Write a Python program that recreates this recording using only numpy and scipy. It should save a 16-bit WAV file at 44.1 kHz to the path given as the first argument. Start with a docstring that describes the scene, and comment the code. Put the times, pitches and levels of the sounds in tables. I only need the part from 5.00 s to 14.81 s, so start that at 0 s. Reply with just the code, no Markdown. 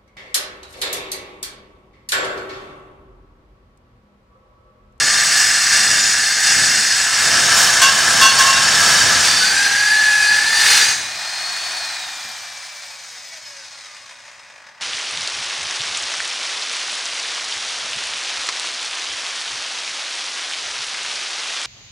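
"""A hand-held circular saw cuts through steel plate in a workshop, close to the microphone.
Its teeth scrape: noise in tooth-rate bursts rings steel resonances; tones whine as the load eases.
The blade snags, squeals and squeaks in its bending modes; the plate shakes as low stereo rumble.
It breaks through, the motor races briefly, and it coasts down: fan noise, speed-following tones and
gears that rattle as noise pulsed about once a motor turn."""
import sys
import numpy as np
from scipy import signal
from scipy.fft import rfft, irfft
from scipy.io import wavfile
from scipy.ndimage import uniform_filter1d

SR = 44100
rng = np.random.default_rng(int(sys.argv[2]) if len(sys.argv) > 2 else 0)


def int16_out(signal):
    """Quantize to a 16-bit WAV file."""
    q = np.round(np.clip(np.atleast_2d(signal).T, -1, 1) * 32767)
    wavfile.write(sys.argv[1], SR, q.astype(np.int16))


N = 432610
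TIME, FREQS = np.arange(N) / SR, np.fft.rfftfreq(N, 1 / SR)  # s, Hz

GEAR_RATIO, TEETH = 7.2, 40  # motor turns per blade turn; teeth on the blade
EXIT_S, FREE_S = 5.91, 5.97  # the last teeth start to leave the plate; the blade comes free
EDGE_HZ = 15900  # upper band limit

# snags of the blade, before each layer's trim:
# (t/s, length/s, lowest mode level/dB, upper modes level/dB, scrape level/dB)
SNAGS = [(2.814, .045, -16, -15, -12), (3.21, .07, -14, -16, -14), (3.383, .035, -16, -23, -17),
         (3.46, .1, -23, -33, -28)]
# how hard the saw is fed into the plate, as the level of the plate's shaking: (t/s, level/dB)
FEED = [(0.0, -35.5), (0.56, -44), (0.92, -35), (1.38, -46), (1.58, -32), (2.1, -44.5), (2.32, -31),
        (2.94, -36), (3.24, -29), (3.29, -35.5), (4.08, -29.5), (4.98, -47.5), (5.75, -44), (5.9, -43)]


def amp(db):
    """Decibels to gain."""
    return 10 ** (np.asarray(db) / 20)


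def evened(x):
    """Scales to rms 1."""
    return x / np.sqrt(np.mean(x ** 2) + 1e-20)


def curve(rows):
    """The second column of a table, joined by straight lines in time."""
    times, values = np.array(rows).T
    return np.interp(TIME, times, values)


def wander(hz):
    """Slow chance of rms 1, up to about hz."""
    spectrum = rfft(rng.standard_normal(N))
    return evened(irfft(spectrum / (1 + (FREQS / hz) ** 4), N))


def ring(x, body, modes=(), contrast=0.82):
    """Passes x through a smooth response; any resonances stand on it among a thicket of weak ones."""
    hz, db = np.transpose(body)
    lift = np.ones(len(FREQS))
    for centre_hz, width_hz, lift_db in modes:
        lift += amp(lift_db) ** 2 / (1 + (2 * (FREQS - centre_hz) / width_hz) ** 2) ** 2
    # random ripple along frequency, full above 2 kHz
    thicket_db = 2.3 * wander(90)[:len(FREQS)] * np.minimum(FREQS / 2000, 1) * (len(modes) > 0)
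    smooth_db = np.interp(np.log(FREQS + 1), np.log(hz), db)
    response = amp(smooth_db + thicket_db) * np.sqrt(lift) ** contrast
    response /= np.sqrt(1 + (hz[0] / (FREQS + 1)) ** 6)  # low cut at the body's lowest point
    return evened(irfft(rfft(x) * response, N))


def tone(hz, waver, waver_hz=60):
    """A sine of rms 1 whose pitch trembles by an rms share of waver."""
    turns = np.cumsum(hz * (1 + waver * wander(waver_hz))) / SR
    return np.sqrt(2) * np.sin(2 * np.pi * (turns + rng.random()))


def snag_gain(s, length, db, rise=.005, release=.028):
    """A gain that builds in a straight line from s, holds, and dies away exponentially (times in s)."""
    build = np.clip((TIME - s) / rise, 0, 1)
    return amp(db) * build * np.exp(-np.maximum(TIME - s - length, 0) / release)


def motor_speed():
    """Turns per second: held down by the cut, running up once free, coasting after switch-off."""
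    # motor speed under the load of the cut: (t/s, f/Hz)
    loaded_rows = [(0, 216), (1.1, 215), (2.0, 245), (3.1, 230), (4.2, 252), (4.6, 291), (4.75, 296),
                   (4.95, 308), (5.28, 304), (5.55, 321)]
    top_hz, run_up_s = 385, .5  # speed it runs up towards, and the time constant
    off_s = 6.76  # trigger released
    drag_s, friction_hz_per_s = 2.0, 29  # air drag's time constant, and constant friction
    loaded = uniform_filter1d(curve(loaded_rows), size=2000, mode="nearest")
    free_s = np.clip(TIME - FREE_S, 0, off_s - FREE_S)
    driven = top_hz + (loaded - top_hz) * np.exp(-free_s / run_up_s)
    friction = friction_hz_per_s * drag_s
    return (driven + friction) * np.exp(-np.maximum(TIME - off_s, 0) / drag_s) - friction


def contact(exit_db_per_s=103):
    """Gain of 1 while the teeth are in the steel, dying quickly as the last ones leave it."""
    return amp(-exit_db_per_s * np.maximum(TIME - EXIT_S, 0))


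def effort(db, per_feed, column):
    """Gain of a cutting layer: db at average feed, per_feed dB per dB of feed, swelling at each bite."""
    # the teeth dig in and throw chips, scraping hardest near the end of the cut:
    # (middle t/s, length/s, scrape level/dB, chips level/dB)
    bite_rows = [(0.428, 0.3, -17.5, -33), (0.762, 0.16, -16.5, -34), (1.508, 0.094, -15.5, -37),
                 (2.615, 0.19, -16, -21.5), (3.868, 0.16, -17, -28), (4.26, 0.088, -17.5, -34),
                 (5.732, 0.22, -10, -24)]
    feed_db = curve(FEED)
    feed_db = feed_db - np.mean(feed_db[TIME < FREE_S])
    bites = 0
    for row in bite_rows:
        swell = amp(row[column]) * np.exp(-2 * ((TIME - row[0]) / row[1]) ** 2)
        bites = bites + swell ** 2
    return contact() * np.sqrt(amp(db + per_feed * feed_db) ** 2 + bites)


def shifting(drive, body, modes, contrast):
    """As the teeth move along the slot, the ringing drifts between two sets of weak resonances."""
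    angle = .8 * wander(4)
    first, second = (ring(drive * rng.standard_normal(N), body, modes, contrast) for _ in range(2))
    return np.cos(angle) * first + np.sin(angle) * second


def cutting(blade_hz, wobble_db=0.5, bite=0.7, early_db=0.23, late_db=-1.5, spray_db=2,
            snag_db=-3, crack_s=0.011, crack_chips_db=-2):
    """Each tooth tears off a chip: a burst of scraping, decaying over bite tooth gaps, rings the steel."""
    # the steel rings differently as the slot lengthens; broad response: (f/Hz, level/dB),
    # resonances: (f/Hz, width/Hz, lift level/dB before contrast)
    early_body, early_modes = [(400, -32.5), (800, -16.5), (1800, -4), (3500, -8), (5500, -0.5),
                               (9000, -11.5), (11500, -24), (15500, -33)], [(730, 214, 8), (1720, 600, 7), (2727, 149, 4),
                                                   (3583, 45, 9), (4300, 148, 1), (4634, 100, 5),
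                                                   (5100, 350, 3), (5760, 130, 6), (6671, 268, 3),
                                                   (7030, 50, 11), (7830, 258, 8), (8290, 157, 8),
                                                   (8792, 83, 7), (9101, 73, 7), (9811, 238, 7)]
    mid_body, mid_modes = [(400, -10.5), (800, 0), (1800, 2.5), (3500, -2), (5500, 2.5), (9000, -4.5),
                           (11500, -21), (15500, -29)], [(687, 56, 4), (1327, 48, 6), (1635, 287, 6), (3010, 71, 6),
                                             (3574, 62, 9), (3780, 39, 11), (4608, 50, 10), (5351, 137, 7),
                                             (5780, 200, 3), (6539, 81, 6), (7249, 43, 13), (7790, 180, 4),
                                             (8629, 25, 12), (9724, 47, 9)]
    late_body, late_modes = [(400, -12.5), (800, -10.5), (1800, 6.5), (3500, -0.5), (5500, 1), (9000, -2.5),
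                             (11500, -20), (15500, -26)], [(450, 24, 7), (827, 183, 8), (1705, 36, 8), (2490, 45, 4),
                                                (3519, 43, 5), (3806, 71, 6), (4087, 50, 7), (4225, 30, 11),
                                                (4651, 50, 13), (4897, 31, 9), (5066, 173, 4),
                                                (5858, 171, 6), (6471, 96, 5), (7593, 44, 8),
                                                (9254, 28, 10), (9714, 27, 11)]
    # (t/s, stage of the cut: 0 early, 1 middle, 2 near the edge)
    stage_rows = [(1.9, 0), (2.55, 1), (4.1, 1), (4.55, 2)]
    # broad response of the flying chips: (f/Hz, level/dB)
    sizzle_body = [(7000, 6.5), (10500, -5.5), (15500, -11)]

    turns = np.cumsum(blade_hz) / SR
    bursts = 1 + np.exp(-(turns * TEETH % 1) / bite)
    drive = bursts * amp(wobble_db * np.sin(2 * np.pi * turns) + 0.5 * wander(39))
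    stages = [amp(early_db) * shifting(drive, early_body, early_modes, contrast=1.12),
              shifting(drive, mid_body, mid_modes, contrast=0.92),
              amp(late_db) * shifting(drive, late_body, late_modes, contrast=1.35)]
    stage = curve(stage_rows)
    # equal-power crossfade from stage to stage
    steel = sum(np.sqrt(np.maximum(1 - abs(stage - k), 0)) * sound for k, sound in enumerate(stages))
    cracks = amp(snag_db) * sum(snag_gain(s, crack_s, db) for s, *_, db in SNAGS)
    chips = ring(drive * rng.standard_normal(N) * amp(2 * wander(900)), sizzle_body)
    scrape = effort(db=-15.5, per_feed=0.25, column=2)
    spray = effort(db=-36, per_feed=0.33, column=3) * amp(spray_db * wander(11))
    return steel * (scrape + cracks) + chips * (spray + amp(crack_chips_db) * cracks)


def whine(blade_hz, light_db=-22.0, run_out=0.011, flutter_db=1.0, first_db=-33.5, first_fade_db=7):
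    """Under light load the teeth strike evenly and sing; the blade's run-out sways the note once a turn."""
    # tooth rate and weaker tones from uneven teeth:
    # (multiple of the blade's turning rate, level/dB, waver as a share)
    order_rows = [(19, -20, .002), (20, -19, .002), (21, -21, .002), (38, -11, .002), (39, -6, .002),
                  (40, 0, .003), (240, -25, .003)]
    # light load: (start t/s, length/s, rise/s, release/s)
    singing_span = (4.4, 1.22, 0.21, 0.064)
    # resonance that swells the tooth tone as it sweeps through: (f/Hz, width/Hz, level/dB)
    whine_peak = (1705, 30, -22.5)

    sway = np.sin(2 * np.pi * np.cumsum(blade_hz) / SR)  # also +-1 dB of level
    start, length, rise, release = singing_span
    singing = snag_gain(start, length, 0, rise, release)
    peak_hz, width_hz, peak_db = whine_peak
    swell = singing * amp(peak_db) / (1 + (2 * (TEETH * blade_hz - peak_hz) / width_hz) ** 2)
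    # a fainter whine from the start fades by first_fade_db per second
    strength = amp(light_db) * singing + amp(first_db - first_fade_db * TIME)
    tones = 0
    for k, db, waver in order_rows:
        gain = amp(db) * (strength + swell * (k == TEETH))
        tones = tones + gain * tone(k * blade_hz * (1 + run_out * sway), waver)
    return contact() * amp(sway + flutter_db * wander(70)) * tones


def chatter(level_db=-29, per_s=110, clank_hz=1750, ring_s=0.0035):
    """At random, about 110 times a second, a tooth hits harder and makes the blade guard clank."""
    t = np.arange(SR // 20) / SR
    hits = (rng.random(N) < per_s / SR) * rng.uniform(-0.97, 1, N)
    clank = np.exp(-t / ring_s) * np.sin(2 * np.pi * clank_hz * t)
    return amp(level_db) * contact() * evened(signal.oaconvolve(hits, clank)[:N])


def squeals(ring_s=0.07):
    """A pinched blade rings in its bending modes; the lowest yields first, the upper ones build slower."""
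    # modes of the snagged blade, lowest first: (f/Hz, level/dB relative to the snag)
    mode_rows = [(1080, -1), (1556, -3), (2734, -5), (2864, -9), (3370, -4), (4590, -10), (5935, -10)]
    lowest = sum(snag_gain(s, length / 2, db, rise=.006, release=ring_s) for s, length, db, _, _ in SNAGS)
    upper = sum(snag_gain(s, length, db, rise=.01, release=.04) for s, length, _, db, _ in SNAGS)
    modes = [amp(db + 2 * wander(50)) * tone(hz, waver=11 / hz) for hz, db in mode_rows]
    return lowest * modes[0] + upper * sum(modes[1:])


def squeaks(level_db=-1.5, flutter_db=2):
    """The blade's flank sticks and slips, and one mode rings out unsteadily above the rest."""
    # the rubbing blade locks on to a mode: (t/s, length/s, f/Hz, level/dB before level_db)
    squeak_rows = [(.72, .4, 5770, -29), (.88, .2, 7019, -27), (2.42, .1, 6546, -28),
                   (2.815, .06, 7256, -21), (3.215, .09, 4403, -21), (3.33, .09, 4403, -27),
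                   (3.46, .13, 2742, -24), (3.63, .52, 4600, -27), (4.0, .15, 1701, -25),
                   (4.25, .2, 3580, -26), (4.27, .25, 4605, -22), (4.4, .05, 1510, -20),
                   (5.05, .29, 2500, -29), (5.18, .15, 4655, -27), (5.45, .3, 4220, -27),
                   (5.54, .28, 3628, -27), (8.76, .17, 2024, -49)]
    t, out = np.arange(SR) / SR, np.zeros(N + SR)
    for s, length, hz, db in squeak_rows:
        noises = rng.standard_normal((2, SR))
        flutter, tremble = (evened(np.convolve(row, np.hanning(600), "same")) for row in noises)
        gain = amp(db + level_db + flutter_db * flutter) * snag_gain(0, length, 0, rise=.02)[:SR]
        turns = hz * t + np.cumsum(10 * tremble) / SR  # pitch trembles by 10 Hz rms
        out[round(s * SR):][:SR] += np.sqrt(2) * gain * np.sin(2 * np.pi * turns)
    return out[:N]


def ring_out(rise_db_per_s=73):
    """The blade's ringing builds until the teeth leave the plate, then dies away."""
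    # modes of the freed blade: (f/Hz, level/dB at the exit, 60 dB decay/s)
    ring_rows = [(6470, -23, 0.57), (8800, -37, 1.2)]
    before, after = np.minimum(TIME - EXIT_S, 0), np.maximum(TIME - EXIT_S, 0)
    return sum(amp(db - 60 * after / t60 + rise_db_per_s * before) * tone(hz, waver=0.00072)
               for hz, db, t60 in ring_rows)


def motor(shaft_hz, fan_db=-25.5, fan_power=2.36, whistle_db=-5, hum_db=-32, tones_db=-3,
          tones_power=1.15):
    """The fan rushes and its 12 blades whistle; the rotor hums; the commutator adds thin tones."""
    # broad response of the fan: (f/Hz, level/dB)
    fan_body = [(60, -18), (110, -14), (450, -17.5), (700, 3), (1000, 0.5), (1700, 7), (2800, 0), (4400, 6),
                (8700, -4.5), (11000, -19), (15500, -23)]
    # tones of the 24-bar commutator: (multiple of the shaft rate, level/dB before tones_db and fan_db)
    commutator_rows = [(24, -19), (48, -27), (72, -29), (96, -28)]
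    speed = shaft_hz / shaft_hz.max()
    rush = ring(rng.standard_normal(N) * amp(wander(130)), fan_body)
    whistle = amp(whistle_db + 2.5 * wander(70)) * tone(12 * shaft_hz, waver=.005) * speed ** 4
    hum = amp(hum_db) * tone(shaft_hz, waver=.003) * speed ** 2
    tones = 0
    for k, db in commutator_rows:
        in_band = k * shaft_hz < EDGE_HZ
        tones = tones + amp(db + 4 * wander(30)) * tone(k * shaft_hz, waver=.006) * in_band
    fan = speed ** fan_power * (rush + whistle + hum)
    return amp(fan_db) * (fan + speed ** tones_power * amp(tones_db) * tones)


def whirr(shaft_hz, loudest_turns_hz=120, spread=.6, stack_db=-9, count=56):
    """Uneven gear teeth repeat one rough pattern a motor turn; tones stand out as coasting gears run slack."""
    # strongest gear tones: (multiple of the shaft rate, level/dB against the grinding at their loudest)
    order_rows = [(3, -16), (4.8, -17), (13.8, -15), (34.6, -18), (41.5, -16), (56, -20)]
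    pattern = irfft(np.exp(2j * np.pi * rng.random(count)), 8192)  # equal harmonics, random phases
    turns = np.cumsum(shaft_hz * (1 + .022 * wander(60))) / SR
    stack = evened(pattern[(turns % 1 * len(pattern)).astype(int)])
    tones = sum(amp(db + 4 * np.tanh(wander(12))) * tone(k * shaft_hz, waver=.02) for k, db in order_rows)
    slack = np.exp(-(np.log(shaft_hz / loudest_turns_hz) / spread) ** 2)
    return amp(stack_db) * stack + tones * slack


def gears(shaft_hz, level_db=-37.5, power=0.084, knock_s=0.004, uneven_db=3.0, grind=1.0,
          dull_hz=3000, bright_turns_hz=85):
    """Gears whirr and knock through their play about once a motor turn; slow knocks ring duller."""
    # broad response of the housing: (f/Hz, level/dB)
    gear_body = [(200, -12), (380, -15.5), (550, -1), (1400, -2), (2900, 4), (4500, 8.5), (6500, 9.5),
                 (9000, 0), (11000, -14.5), (15000, -31)]
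    # its resonances: (f/Hz, width/Hz, lift level/dB before contrast)
    gear_modes = [(580, 67, 7), (890, 73, 6), (1100, 340, 8.5), (1720, 1060, 11), (2480, 200, 9),
                  (3750, 120, 3), (5150, 110, 8)]
    turns = np.floor(np.cumsum(shaft_hz * (1 + .2 * wander(50))) / SR)
    strengths = amp(uneven_db * np.clip(rng.standard_normal(N), -2, 2))
    knocks = (np.diff(turns, prepend=0) > 0) * strengths
    age = np.arange(SR // 10) / (knock_s * SR)  # in knock lengths
    force = grind + signal.oaconvolve(knocks, age * np.exp(1 - age))[:N]
    force /= np.sqrt(uniform_filter1d(force ** 2, size=SR // 4))  # even level over a quarter second
    rattle = ring(force * (rng.standard_normal(N) + whirr(shaft_hz)), gear_body, gear_modes)
    dull = irfft(rfft(rattle) / (1 + (FREQS / dull_hz) ** 4), N)
    bright = np.tanh((shaft_hz / bright_turns_hz) ** 2)
    level = amp(level_db) * (shaft_hz / shaft_hz.max()) ** power
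    return level * (dull + bright * (rattle - dull))


def blade_song(shaft_hz):
    """Air keeps the spinning blade singing faintly; speed stiffens it and raises the pitch."""
    # (f/Hz at rest, rise as a share per motor turn per second, level/dB at highest speed,
    #  power of the speed that the level follows)
    song_rows = [(2110, .00047, -39.5, 1.5), (1590, .00042, -39.5, 6)]
    speed = shaft_hz / shaft_hz.max()
    song = 0
    for hz, rise, db, power in song_rows:
        level = amp(db + 2 * wander(14)) * speed ** power
        song = song + level * tone(hz * (1 + rise * shaft_hz), waver=.002)
    return song


def chirps(centre_hz=4930, fall_hz_per_s=30000, length_s=.004):
    """Each dry chirp of the free-running spindle is a few milliseconds of quickly falling whistle."""
    # (middle t/s, level/dB)
    chirp_rows = [(6.177, -32), (6.259, -27), (6.296, -28), (6.317, -32), (6.384, -28), (6.457, -32),
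                  (6.492, -30)]
    out = np.zeros(N)
    for s, db in chirp_rows:
        near = abs(TIME - s) < 10 * length_s
        t = TIME[near] - s
        whistle = np.sin(2 * np.pi * (centre_hz - fall_hz_per_s * t / 2) * t)
        out[near] += np.sqrt(2) * amp(db) * np.exp(-(t / length_s) ** 2) * whistle
    return out


def shake(left_db=-4.0, right_db=1.5, apart=0.8, rocking_db=-4, settle_db_per_s=45, bump_s=0.084,
          room_db=-63, boom_hz=102, boom_width=25, boom_db=-2, drone_db=12):
    """The plate and its stand rumble under the feed and at each bump, over the low drone of the room."""
    # broad response of plate and stand: (f/Hz, level/dB)
    shake_body = [(40, -14), (60, -6), (75, 3), (200, 4), (330, -2.5), (600, -0.5), (1100, -24)]
    # the rocking plate pushes air to one side as it draws from the other: (f/Hz, level/dB)
    rocking_body = [(200, -2), (330, 0.5), (600, -4), (900, 2), (1500, -35)]
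    # dull bumps as the saw leaves the plate and is lifted away: (t/s, level/dB before the side trims)
    bump_rows = [(5.97, -55), (6.98, -59), (7.24, -48.5)]
    shared = rng.standard_normal(N) + apart * rng.standard_normal((2, N))
    force = amp(curve(FEED) - settle_db_per_s * np.maximum(TIME - EXIT_S, 0))
    force += sum(snag_gain(s, 0, db, release=bump_s) for s, db in bump_rows)
    rumble = force * ring(shared, shake_body, [(boom_hz, boom_width, boom_db)])
    rocking = force * amp(rocking_db) * ring(rng.standard_normal(N), rocking_body)
    drone = amp(room_db) * ring(rng.standard_normal((2, N)), shake_body, [(boom_hz, 12, drone_db)])
    return (rumble + drone) * amp([[left_db], [right_db]]) + np.array([rocking, -rocking])


def workshop(x, wet_db, t60=0.2):
    """Direct sound plus sparse scattered reflections, different at each ear, falling 60 dB in t60 s."""
    t = np.arange(SR // 2) / SR
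    sparse = rng.random((2, len(t))) < 1 / 10
    taps = rng.standard_normal((2, len(t))) * sparse * amp(-60 * t / t60)
    taps /= np.linalg.norm(taps, axis=1, keepdims=True)
    return x + amp(wet_db) * signal.fftconvolve(x[None], taps, axes=1)[:, :N]


def scene():
    """The saw in the cut, then running free, in the room."""
    shaft_hz = motor_speed()
    blade_hz = shaft_hz / GEAR_RATIO
    cut = cutting(blade_hz) + whine(blade_hz) + chatter() + squeals() + squeaks() + ring_out()
    machine = motor(shaft_hz) + gears(shaft_hz) + blade_song(shaft_hz) + chirps()
    machine_sides = amp([[0], [-.9]])  # a little weaker on the right
    return workshop(cut, wet_db=-10.5) + workshop(machine, wet_db=-11.0) * machine_sides + shake()


def record(dry, hollow_hz=7450, hollow_width=300, hollow_db=-6):
    """The microphone hollows one narrow treble band; peaks round off near full scale; then the band limit."""
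    hollow = np.exp(-(2 * (FREQS - hollow_hz) / hollow_width) ** 2)
    heard = irfft(rfft(dry) * amp(hollow_db * hollow), N)
    rounded = heard / (1 + heard ** 6) ** (1 / 6)
    low_pass = signal.firwin(511, EDGE_HZ, window=("kaiser", 9), fs=SR)
    return signal.oaconvolve(rounded, low_pass[None], "same")


dry = scene()
out = record(dry)
int16_out(out)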